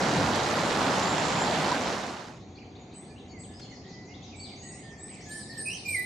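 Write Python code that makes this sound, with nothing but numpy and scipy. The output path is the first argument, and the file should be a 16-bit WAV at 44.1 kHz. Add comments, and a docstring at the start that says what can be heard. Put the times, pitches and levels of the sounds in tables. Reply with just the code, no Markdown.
"""Canal lock, then birds on a wooded bank

Water rushes through the sluices, turbulent noise full of ringing bubbles, and is gone within 2.5 s. The bank
fades in below it: a distant droning rumble and a faint hiss of leaves, both filtered noise. Thin high calls, a
finch's falling notes and a blackbird, louder at the end, are warbled gliding sines. The trees echo every call,
and a few small ticks (two droplet splashes, one dry snap), as diffuse stereo tails."""
import sys
import numpy as np
from scipy import signal
from scipy.fft import rfft, irfft
from scipy.io import wavfile
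from scipy.ndimage import uniform_filter1d

SR = 44100
rng = np.random.default_rng(int(sys.argv[2]) if len(sys.argv) > 2 else 0)


def store_pcm(level_fs):
    """Save levels as 16-bit WAV."""
    pcm = np.round(np.clip(level_fs, -1, 1) * 32767).astype(np.int16)
    wavfile.write(sys.argv[1], SR, np.atleast_2d(pcm).T)


N = 266805
T = np.arange(N) / SR  # time [s]
TOP_HZ = 14600  # upper limit of the overtones and of the microphone channel
RUSH_END_S = 2.46  # the water is silent from here on


def undb(db):
    """Decibels to gain."""
    return 10 ** (np.asarray(db) / 20)


def level(x, db):
    """Scale to an rms level."""
    return x * undb(db) / np.sqrt(np.mean(x ** 2))


def at(points, f):
    """Read (frequency [Hz], value) points on a log-frequency axis."""
    knots, values = np.transpose(points)
    return np.interp(np.log(f + 1), np.log(knots), values)


def walk(rate):
    """Random levels, rate of them a second, smoothed twice and scaled to an rms of 1."""
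    k = max(int(SR / rate), 2)
    steps = np.repeat(rng.standard_normal(N // k + 1), k)[:N]
    return level(uniform_filter1d(uniform_filter1d(steps, k), k), 0)


def add(track, start, x):
    """Mix a short sound in at a time."""
    i = int(np.clip(start * SR, 0, N - 1))
    track[..., i:i + x.shape[-1]] += x[..., :N - i]


def place(x, pan_db):
    """Put a mono sound between left (positive) and right (negative)."""
    return x * undb(np.array([[pan_db], [-pan_db]]) / 2)


def colour(pair, spectrum, width, pan):
    """Give two unrelated white sounds a spectrum and a stereo image, as mid and side."""
    f = np.fft.rfftfreq(N, 1 / SR)
    mid, side = rfft(pair) * undb(at(spectrum, f))
    side = side * undb(at(width, f))
    lean = undb(at(pan, f) / 2)
    return irfft(np.array([(mid + side) * lean, (mid - side) / lean]), N)


def churn(flicker_db, rate):
    """Two white noises whose half-octave bands flicker in level, each band on its own."""
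    f = np.fft.rfftfreq(N, 1 / SR)
    band = np.floor(2 * np.log2(np.maximum(f / 80, 1)))
    white = rfft(rng.standard_normal((2, N)))
    total = np.zeros((2, N))
    for b in np.unique(band):
        total += irfft(white * (band == b), N) * undb(flicker_db * walk(rate))
    return level(total, 0)


def bubble(hz, cycles, rise, onset=0):
    """A pocket of air rings briefly, rising in pitch as it nears the surface; onset is the share spent swelling."""
    life = cycles / hz  # s
    age = np.arange(int(life * SR) + 2) / (life * SR)
    ring = np.sin(2 * np.pi * cycles * age * (1 + rise * age / 2))
    return ring * np.exp(-np.log(100) * np.abs(age - onset))


def froth(count, cycles):
    """Bubbles of all sizes, scattered over time and from left to right; higher ones are stronger."""
    pair = np.zeros((2, N))
    for when, size, side in rng.random((count, 3)):
        hz = 350 * (9000 / 350) ** size
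        mid_side = [1, 2 * np.cos(np.pi * side)]
        add(pair, when * RUSH_END_S, np.outer(mid_side, hz * bubble(hz, cycles, 0.32)))
    return pair / np.std(pair[0, :int(RUSH_END_S * SR)])


def sluice(froth_db=-4, bass_db=.5, heave_db=0.3, bass_sag_db_per_s=1.0):
    """Turbulent water and its bubbles over a surging bass, dying away as the lock is left behind."""
    # spectrum of the water: (frequency [Hz], relative level per Hz [dB])
    water_spectrum = [(15, -52), (25, -24), (42, -14), (59, -16.5), (86, -6.5), (156, -1), (225, 0),
                      (310, -1.5), (411, -5), (855, -3), (1150, -7.5), (1650, -10.5), (2440, -16),
                      (4110, -17), (6580, -22.5), (7120, -23), (8550, -31.5), (10000, -36.5),
                      (12200, -46.5), (13400, -85)]
    # its stereo width: (frequency [Hz], side against mid [dB])
    water_width = [(40, -6), (130, -19.5), (300, -18), (700, -12.5), (1400, -6.5), (3000, -9.5),
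                   (8000, -6.5)]
    # its lean: (frequency [Hz], left minus right [dB])
    water_pan = [(200, -0.3), (700, -0.5), (1400, -3.5), (2800, -5.5), (5500, -2), (9000, -3), (12000, 21)]
    # surges: (time [s], width [s], lift of the whole rush [dB], extra lift of the bass [dB])
    surges = [(.24, 0.14, 0, 6), (.92, 0.1, 0.8, 0.5)]
    # single large bubbles: (time [s], pitch [Hz], length [cycles], peak before panning [dB])
    plops = [(.865, 270, 21, -25.5), (1.59, 156, 18, -28), (1.714, 970, 31, -18.5)]
    rush_db, release_s = -26, 0.16
    fade_start_s, fade_db_per_s2 = 1.601, 36.5  # the fade steepens as it goes

    flow_db = rush_db - fade_db_per_s2 * np.maximum(T - fade_start_s, 0) ** 2
    low_db = bass_db - bass_sag_db_per_s * T + heave_db * walk(10.0)
    for when, width, lift_db, low_lift_db in surges:
        swell = np.exp(-((T - when) / width) ** 2)
        flow_db = flow_db + lift_db * swell
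        low_db = low_db + low_lift_db * swell

    white = churn(flicker_db=1.27, rate=16.4) + undb(froth_db) * froth(count=6000, cycles=8.0)
    water = colour(white, water_spectrum, water_width, water_pan)
    bass = signal.sosfiltfilt(signal.butter(2, 220, fs=SR, output="sos"), water)
    water = water + bass * (undb(low_db) - 1)
    release = np.clip((RUSH_END_S - T) / release_s, 0, 1)
    water = water / np.std(water[:, :2 * SR]) * undb(flow_db) * release
    for start, hz, cycles, peak_db in plops:
        plop = undb(peak_db) * bubble(hz, cycles, 0.067, onset=0.27)
        add(water, start, place(plop, -1.4))
    return water


def trees(x, wet_db, t60, pan_db):
    """Trunks scatter a call into a diffuse tail, different on each side; leaves swallow its highest treble."""
    leaf_cut_hz = 9600
    t = T[:SR]
    tail = rng.standard_normal((2, SR)) * undb(-60 * t / t60) * (1 - np.exp(-t / .008))
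    tail = tail / np.sqrt(np.sum(tail ** 2, axis=1, keepdims=True))
    tail = signal.sosfilt(signal.butter(8, leaf_cut_hz, fs=SR, output="sos"), tail)
    echo = signal.fftconvolve(x[None], tail, axes=1)[:, :N]
    return place(x, pan_db) + undb(wet_db) * echo


def ticks(decay_s=0.005):
    """Tiny soft clicks of noise, each dull above its own edge, scattered by the trees: two small droplet
    splashes in the rush, then one dry snap."""
    # (time [s], noise rms before the click's envelope [dB], upper edge [Hz])
    snaps = [(.357, -27, 8300), (1.869, -25, 2600), (3.597, -40, 5930)]
    out, t = np.zeros(N), T[:SR // 20]
    for start, db, edge_hz in snaps:
        dull = signal.butter(4, edge_hz, fs=SR, output="sos")
        snap = level(signal.sosfilt(dull, rng.standard_normal(len(t))), 0)
        add(out, start, undb(db) * snap * np.sqrt(t / decay_s) * np.exp(-t / decay_s))
    return trees(out, wet_db=0, t60=0.5, pan_db=4)


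def bend(length, first, middle, last):
    """A pitch that bends smoothly through three points."""
    curve = np.polyfit([0, .5, 1], [first, middle, last], 2)
    return np.polyval(curve, np.linspace(0, 1, int(length * SR)))


def slurs(rows):
    """Notes that glide quickly at first, then ease into their last pitch."""
    lead = .6  # share of the glide that is done by the middle
    return [(start, bend(length, first, first + lead * (last - first), last), db, rough)
            for start, length, first, last, db, rough in rows]


def song(notes, warble_hz, depth, flutter_db, overtones=None, octave_db=None, count=7, shimmer_db=3,
         rasp=0.574, edge=0.099):
    """Whistles from (start, pitch curve, level, warble): the syrinx warbles, any overtones shimmer.

    Where there are overtones, harshness adds the octave; edge is the share of a note spent swelling.
    """
    out = np.zeros(N)
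    warble = np.sin(2 * np.pi * warble_hz * T) + rasp * walk(600)
    shimmer = [walk(90) for k in range(2, count + 1)] if overtones else []
    for start, hz, db, rough in notes:
        u = np.linspace(0, 1, len(hz))
        span = (int(start * SR) + np.arange(len(hz))) % N
        hz = hz * (1 + depth * rough * warble[span])
        phase = 2 * np.pi * np.cumsum(hz) / SR
        swell = np.sin(np.pi / 2 * np.clip(np.minimum(u, 1 - u) / edge, 0, 1))
        wave = np.sin(phase)
        for k, wander in enumerate(shimmer, 2):
            strength = undb(at(overtones, k * hz) + shimmer_db * wander[span])
            wave = wave + strength * (k * hz < TOP_HZ) * np.sin(k * phase)
        if overtones:
            wave = wave + undb(octave_db) * rough ** 2 * np.sin(2 * phase)
        add(out, start, np.sqrt(2) * undb(db) * swell * wave)
    return out * undb(flutter_db * walk(70))


def thin_calls(trill_warble=0.62):
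    """Small birds: warbling trills level in pitch, and faint sinking whistles."""
    # trills: (start [s], length [s], pitch [Hz], level [dB])
    trill_rows = [(1.023, 0.14, 7250, -46.5), (1.165, 0.35, 7160, -48.5)]
    # whistles: (start [s], length [s], start pitch [Hz], end pitch [Hz], level [dB], warble [0-1])
    whistle_rows = [(2.33, .05, 6870, 6750, -70, 0.4), (2.48, 0.097, 6900, 6460, -73, 0.2),
                    (2.795, 0.038, 7140, 6700, -67, 0.4), (2.945, 0.11, 6570, 6500, -79, .1),
                    (3.278, 0.056, 7000, 6650, -65, 0.4), (3.39, 0.1, 6650, 6580, -70, .1),
                    (3.615, 0.06, 7170, 6760, -66, 0.3)]
    trills = [(start, np.full(int(length * SR), hz), db, trill_warble)
              for start, length, hz, db in trill_rows]
    return song(trills + slurs(whistle_rows), warble_hz=132.4, depth=0.0408, flutter_db=3.5)


def bank(air_db=-46.5):
    """Distant rumble with a few droning resonances, under a faint hiss of leaves, all shaped noise."""
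    # spectrum of the air: (frequency [Hz], relative level per Hz [dB])
    air_spectrum = [(15, -72), (30, -28), (55, -6), (91, 1), (208, 1.5), (300, -2), (386, -5.5), (560, -11),
                    (850, -16), (1150, -22), (1500, -28), (2300, -25.5), (4500, -42), (6600, -26.5),
                    (8300, -56.5), (12000, -73)]
    # its stereo width: (frequency [Hz], side against mid [dB])
    air_width = [(40, -13), (130, -23.5), (400, -13.5), (1400, -2), (8000, -19)]
    # its lean: (frequency [Hz], left minus right [dB])
    air_pan = [(200, .2), (4000, .5)]
    # resonances of the rumble: (pitch [Hz], width [Hz], rms before the fade-in [dB])
    drones = [(92.2, 3.4, -60.5), (184, 86, -66), (396, 49, -62.5), (744, 120, -60)]
    air = level(colour(churn(flicker_db=0.48, rate=8), air_spectrum, air_width, air_pan), air_db)
    f = np.fft.rfftfreq(N, 1 / SR)
    for hz, width, db in drones:
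        resonance = 1 / (1 + (2 * (f - hz) / width) ** 2)
        ring = irfft(rfft(rng.standard_normal(N)) * resonance, N)
        air = air + level(ring, db)
    return air * np.clip((T - 1.9) / 0.5, 0, 1)


def chorus(count, low_hz, high_hz, db, growth_db_per_s, start_s=2.3):
    """Many birds far off: short, steep random chirps, up and down, growing louder."""
    notes = []
    for k, (when, length, pitch, glide, size) in enumerate(rng.random((count, 5))):
        hz = low_hz * (high_hz / low_hz) ** pitch
        ratio = 1 + 0.462 * (glide - .5)
        after = (k + when) / count * (T[-1] - start_s)
        curve = bend(0.01188 + 0.0253 * length, hz / ratio, hz, hz * ratio)
        notes.append((start_s + after, curve, db + growth_db_per_s * after - 6 * size, .3))
    return song(notes, warble_hz=77.0, depth=0.06, flutter_db=1.5)


def finch(run_warble=0.8):
    """Single slurs around two runs of one repeated falling note, the second run quicker and louder."""
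    # single slurs: (start [s], length [s], start pitch [Hz], end pitch [Hz], level [dB], warble [0-1])
    single_rows = [(2.395, 0.035, 3620, 4270, -62, 1), (2.552, 0.033, 4280, 4730, -60, 0.6),
                   (2.752, 0.022, 3300, 4410, -60, 0.96), (2.91, .025, 3700, 4600, -66, 0.74),
                   (3.16, 0.032, 2650, 3170, -61.5, .6), (3.18, 0.024, 3370, 4400, -61.5, 0.9),
                   (3.292, 0.037, 4620, 4440, -60.5, 0.16), (3.435, 0.028, 3920, 2750, -61, 0.6),
                   (3.535, 0.065, 4880, 5160, -58.5, 0.15), (3.612, 0.03, 4400, 4320, -54, 0.37),
                   (3.633, 0.014, 3520, 3330, -61, 0.1), (3.845, 0.084, 3240, 4430, -60.5, 0.9),
                   (4.138, 0.021, 3150, 3970, -55.5, 0.37), (4.222, 0.03, 3270, 4100, -57.5, 0.3),
                   (4.395, 0.06, 4480, 4640, -49.5, 0.18), (4.435, 0.043, 4550, 3670, -54, 0.85),
                   (4.47, 0.035, 4000, 2850, -62, 0.7), (4.558, .022, 5700, 6570, -59, 0.5),
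                   (4.575, 0.16, 6600, 6770, -58, 0.14), (5.14, 0.024, 3370, 4880, -63, .7),
                   (5.203, 0.041, 4570, 6620, -58, 1), (5.235, 0.058, 6370, 6820, -57, 0.6),
                   (5.25, 0.019, 3150, 3700, -62.5, 0.5), (5.308, 0.03, 3990, 4770, -52, 1)]
    # runs: (start [s], period [s], note length [s], start pitch [Hz], end pitch [Hz], level [dB])
    run_rows = [(3.701, .174, .087, 7130, 4510, -61), (5.389, .0915, .055, 5760, 3860, -53)]
    # number of notes in each run
    run_counts = [4, 7]
    runs = []
    for (start, period, length, first, last, db), count in zip(run_rows, run_counts):
        runs += [(start + k * period, length, first, last, db, run_warble) for k in range(count)]
    return song(slurs(single_rows + runs), warble_hz=139.8, depth=0.073, flutter_db=2.0)


def soft_slurs():
    """The blackbird's quiet opening phrase, each note easing in and out."""
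    # (start [s], length [s], start pitch [Hz], end pitch [Hz], level [dB], warble [0-1])
    phrase = [(2.572, 0.024, 2010, 2900, -57, 0.6), (2.614, 0.02, 2930, 2050, -57, 0.7),
              (2.83, .05, 2500, 2220, -70, 0.7), (2.92, 0.042, 2300, 2700, -65, .6),
              (3.02, 0.022, 2150, 1900, -65, .3), (3.08, 0.065, 1720, 1735, -66.5, 0.2),
              (3.10, 0.039, 2480, 2350, -62.5, 0), (3.328, 0.069, 2270, 1950, -57.5, 0.04),
              (3.48, .09, 1750, 1700, -66, 0.24), (3.71, 0.038, 2123, 1944, -56.5, 0.5),
              (3.83, 0.093, 1830, 2020, -61.5, 0.3), (3.915, 0.125, 1986, 1984, -57, 0.08),
              (4.07, 0.068, 2025, 2175, -57.5, 0.07), (4.19, 0.089, 2560, 2710, -69, 0),
              (4.32, 0.047, 2614, 2230, -55, 0.3), (4.37, 0.072, 2270, 2334, -57.5, 0.2),
              (4.51, 0.038, 2530, 2030, -56.5, 0.3), (4.62, 0.15, 1884, 1960, -57, 0.28),
              (4.765, 0.062, 1920, 2110, -59.5, 0.5), (4.82, 0.15, 1828, 1786, -56, 0.14),
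              (5.0, 0.068, 1740, 1810, -63, 0.26), (5.07, 0.099, 2050, 2470, -57, 1),
              (5.15, 0.1, 2420, 1940, -57, 0.9)]
    return song(slurs(phrase), warble_hz=61.4, depth=0.085, flutter_db=0.2, edge=0.26)


def buzz(start, length, hz, db, rise):
    """A rasping note that holds its pitch, then flicks upward as it fades."""
    flick_at, fade_db, warble = 0.48, 17, .5  # share of the note, dB, 0-1
    flick = np.interp(np.linspace(0, 1, int(length * SR)), [flick_at, 1], [0, 1])
    return start, hz * (1 + rise * flick), db - fade_db * flick, warble


def arch(start, length, crest_hz, db):
    """A note that climbs to a rounded crest, then fades as it drops."""
    crest, sag, fall = 0.68, 0.115, 0.16  # share of the note; shares of the crest pitch
    fade_db, warble = 2.5, 0.3
    u = np.linspace(0, 1, int(length * SR))
    climb = np.interp(u, [0, crest], [1, 0])
    drop = np.interp(u, [crest, 1], [0, 1])
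    return start, crest_hz * (1 - sag * climb ** 2 - fall * drop ** 2), db - fade_db * drop, warble


def high_caller():
    """One small bird calls first in buzzes, then in hoarse arches that end up louder."""
    # buzzes: (start [s], length [s], pitch [Hz], level [dB], closing rise [share of the pitch])
    buzz_rows = [(2.934, .11, 7980, -50.5, 0.15), (3.383, .11, 7790, -51, 0.17),
                 (4.353, 0.14, 7700, -51, 0.12)]
    # arches: (start [s], length [s], crest pitch [Hz], level [dB])
    arch_rows = [(4.619, 0.21, 8450, -53.5), (4.975, 0.18, 8160, -52), (5.282, 0.15, 9140, -46),
                 (5.30, 0.17, 8030, -52.5), (5.576, 0.125, 8950, -39.5), (5.876, 0.11, 8850, -39.5)]
    buzzes = song([buzz(*row) for row in buzz_rows], warble_hz=115.5, depth=0.039, flutter_db=1.5,
                  rasp=1.2, edge=0.36)
    arches = song([arch(*row) for row in arch_rows], warble_hz=113.5, depth=0.036, flutter_db=2.5,
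                  rasp=1.1, edge=.15)
    return buzzes + arches


def blackbird(throb_hz=53, throb_drift=.15):
    """Four loud notes with thin overtones; they throb unevenly and are harsher the higher they go."""
    # closing notes, each a curve of (time [s], pitch [Hz], level before the throb [dB], throb [0-1])
    closing_notes = [
        [(5.25, 1710, -62, 0.04), (5.305, 1716, -46.5, 0), (5.375, 1776, -45, .4), (5.432, 1700, -50, 0.4)],
        [(5.488, 1780, -48, 0), (5.515, 1840, -50, .3), (5.535, 1840, -49, 1), (5.602, 1787, -38, .9),
         (5.636, 1704, -50, .9)],
        [(5.653, 2510, -40, 0.1), (5.685, 2516, -33, 0.4), (5.72, 2770, -37, 0.9), (5.75, 3006, -41, .5),
         (5.778, 2970, -50, .5)],
        [(5.845, 2450, -41, 0.5), (5.885, 2400, -32, 0.76), (5.935, 2350, -29.5, 1), (5.965, 2007, -30.5, 0.5),
         (5.995, 1993, -30, 0), (6.065, 2026, -41.5, 0)],
    ]
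    # overtones by where they fall: (frequency [Hz], strength against the fundamental [dB])
    overtone_curve = [(3500, -43), (4700, -26), (6000, -38), (7000, -23), (10000, -30.5), (12000, -23),
                      (13200, -36), (14500, -40)]
    pure_hz, harsh_hz, pure_warble = 2400, 3030, 0.12
    notes = []
    beat = np.abs(np.sin(np.pi * np.cumsum(throb_hz * (1 + throb_drift * walk(30))) / SR))
    for curve in closing_notes:
        t = np.arange(curve[0][0], curve[-1][0], 1 / SR)
        s, *columns = np.transpose(curve)
        hz, db, throb = (np.interp(t, s, column) for column in columns)
        dip = np.clip(throb, 0, .95) * (1 - np.interp(t, T, beat))
        db = db + 20 * np.log10(1 - dip)
        rough = np.interp(hz, [pure_hz, harsh_hz], [pure_warble, 1])
        notes.append((s[0], hz, db, rough))
    return song(notes, warble_hz=95.0, depth=0.0323, flutter_db=1.5, overtones=overtone_curve,
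                octave_db=0.5, shimmer_db=4.5, rasp=1.57)


def birds():
    """Thin calls and finch to the left, blackbird to the right, chorus and twitter deeper in the wood."""
    far = chorus(count=230, low_hz=1900, high_hz=4970, db=-69.0, growth_db_per_s=0.95)
    twitter = chorus(count=70, low_hz=3700, high_hz=6260, db=-68.5, growth_db_per_s=5, start_s=4.1)
    return (trees(thin_calls(), wet_db=-2.0, t60=0.87, pan_db=5.0)
            + trees(far + twitter, wet_db=5.0, t60=0.22, pan_db=-2.0)
            + trees(finch(), wet_db=3.5, t60=0.84, pan_db=5.0)
            + trees(soft_slurs(), wet_db=0.5, t60=0.95, pan_db=-6)
            + trees(high_caller(), wet_db=-1.5, t60=0.57, pan_db=0.0)
            + trees(blackbird(), wet_db=-5, t60=0.64, pan_db=-5))


def scene():
    """The lock, then the bank and its birds."""
    return sluice() + ticks() + birds() + bank()


def record(dry):
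    """The camera's microphone channel cuts the top with a steep low-pass."""
    return signal.sosfilt(signal.ellip(8, .2, 70, TOP_HZ, fs=SR, output="sos"), dry)


dry = scene()
out = record(dry)
store_pcm(out)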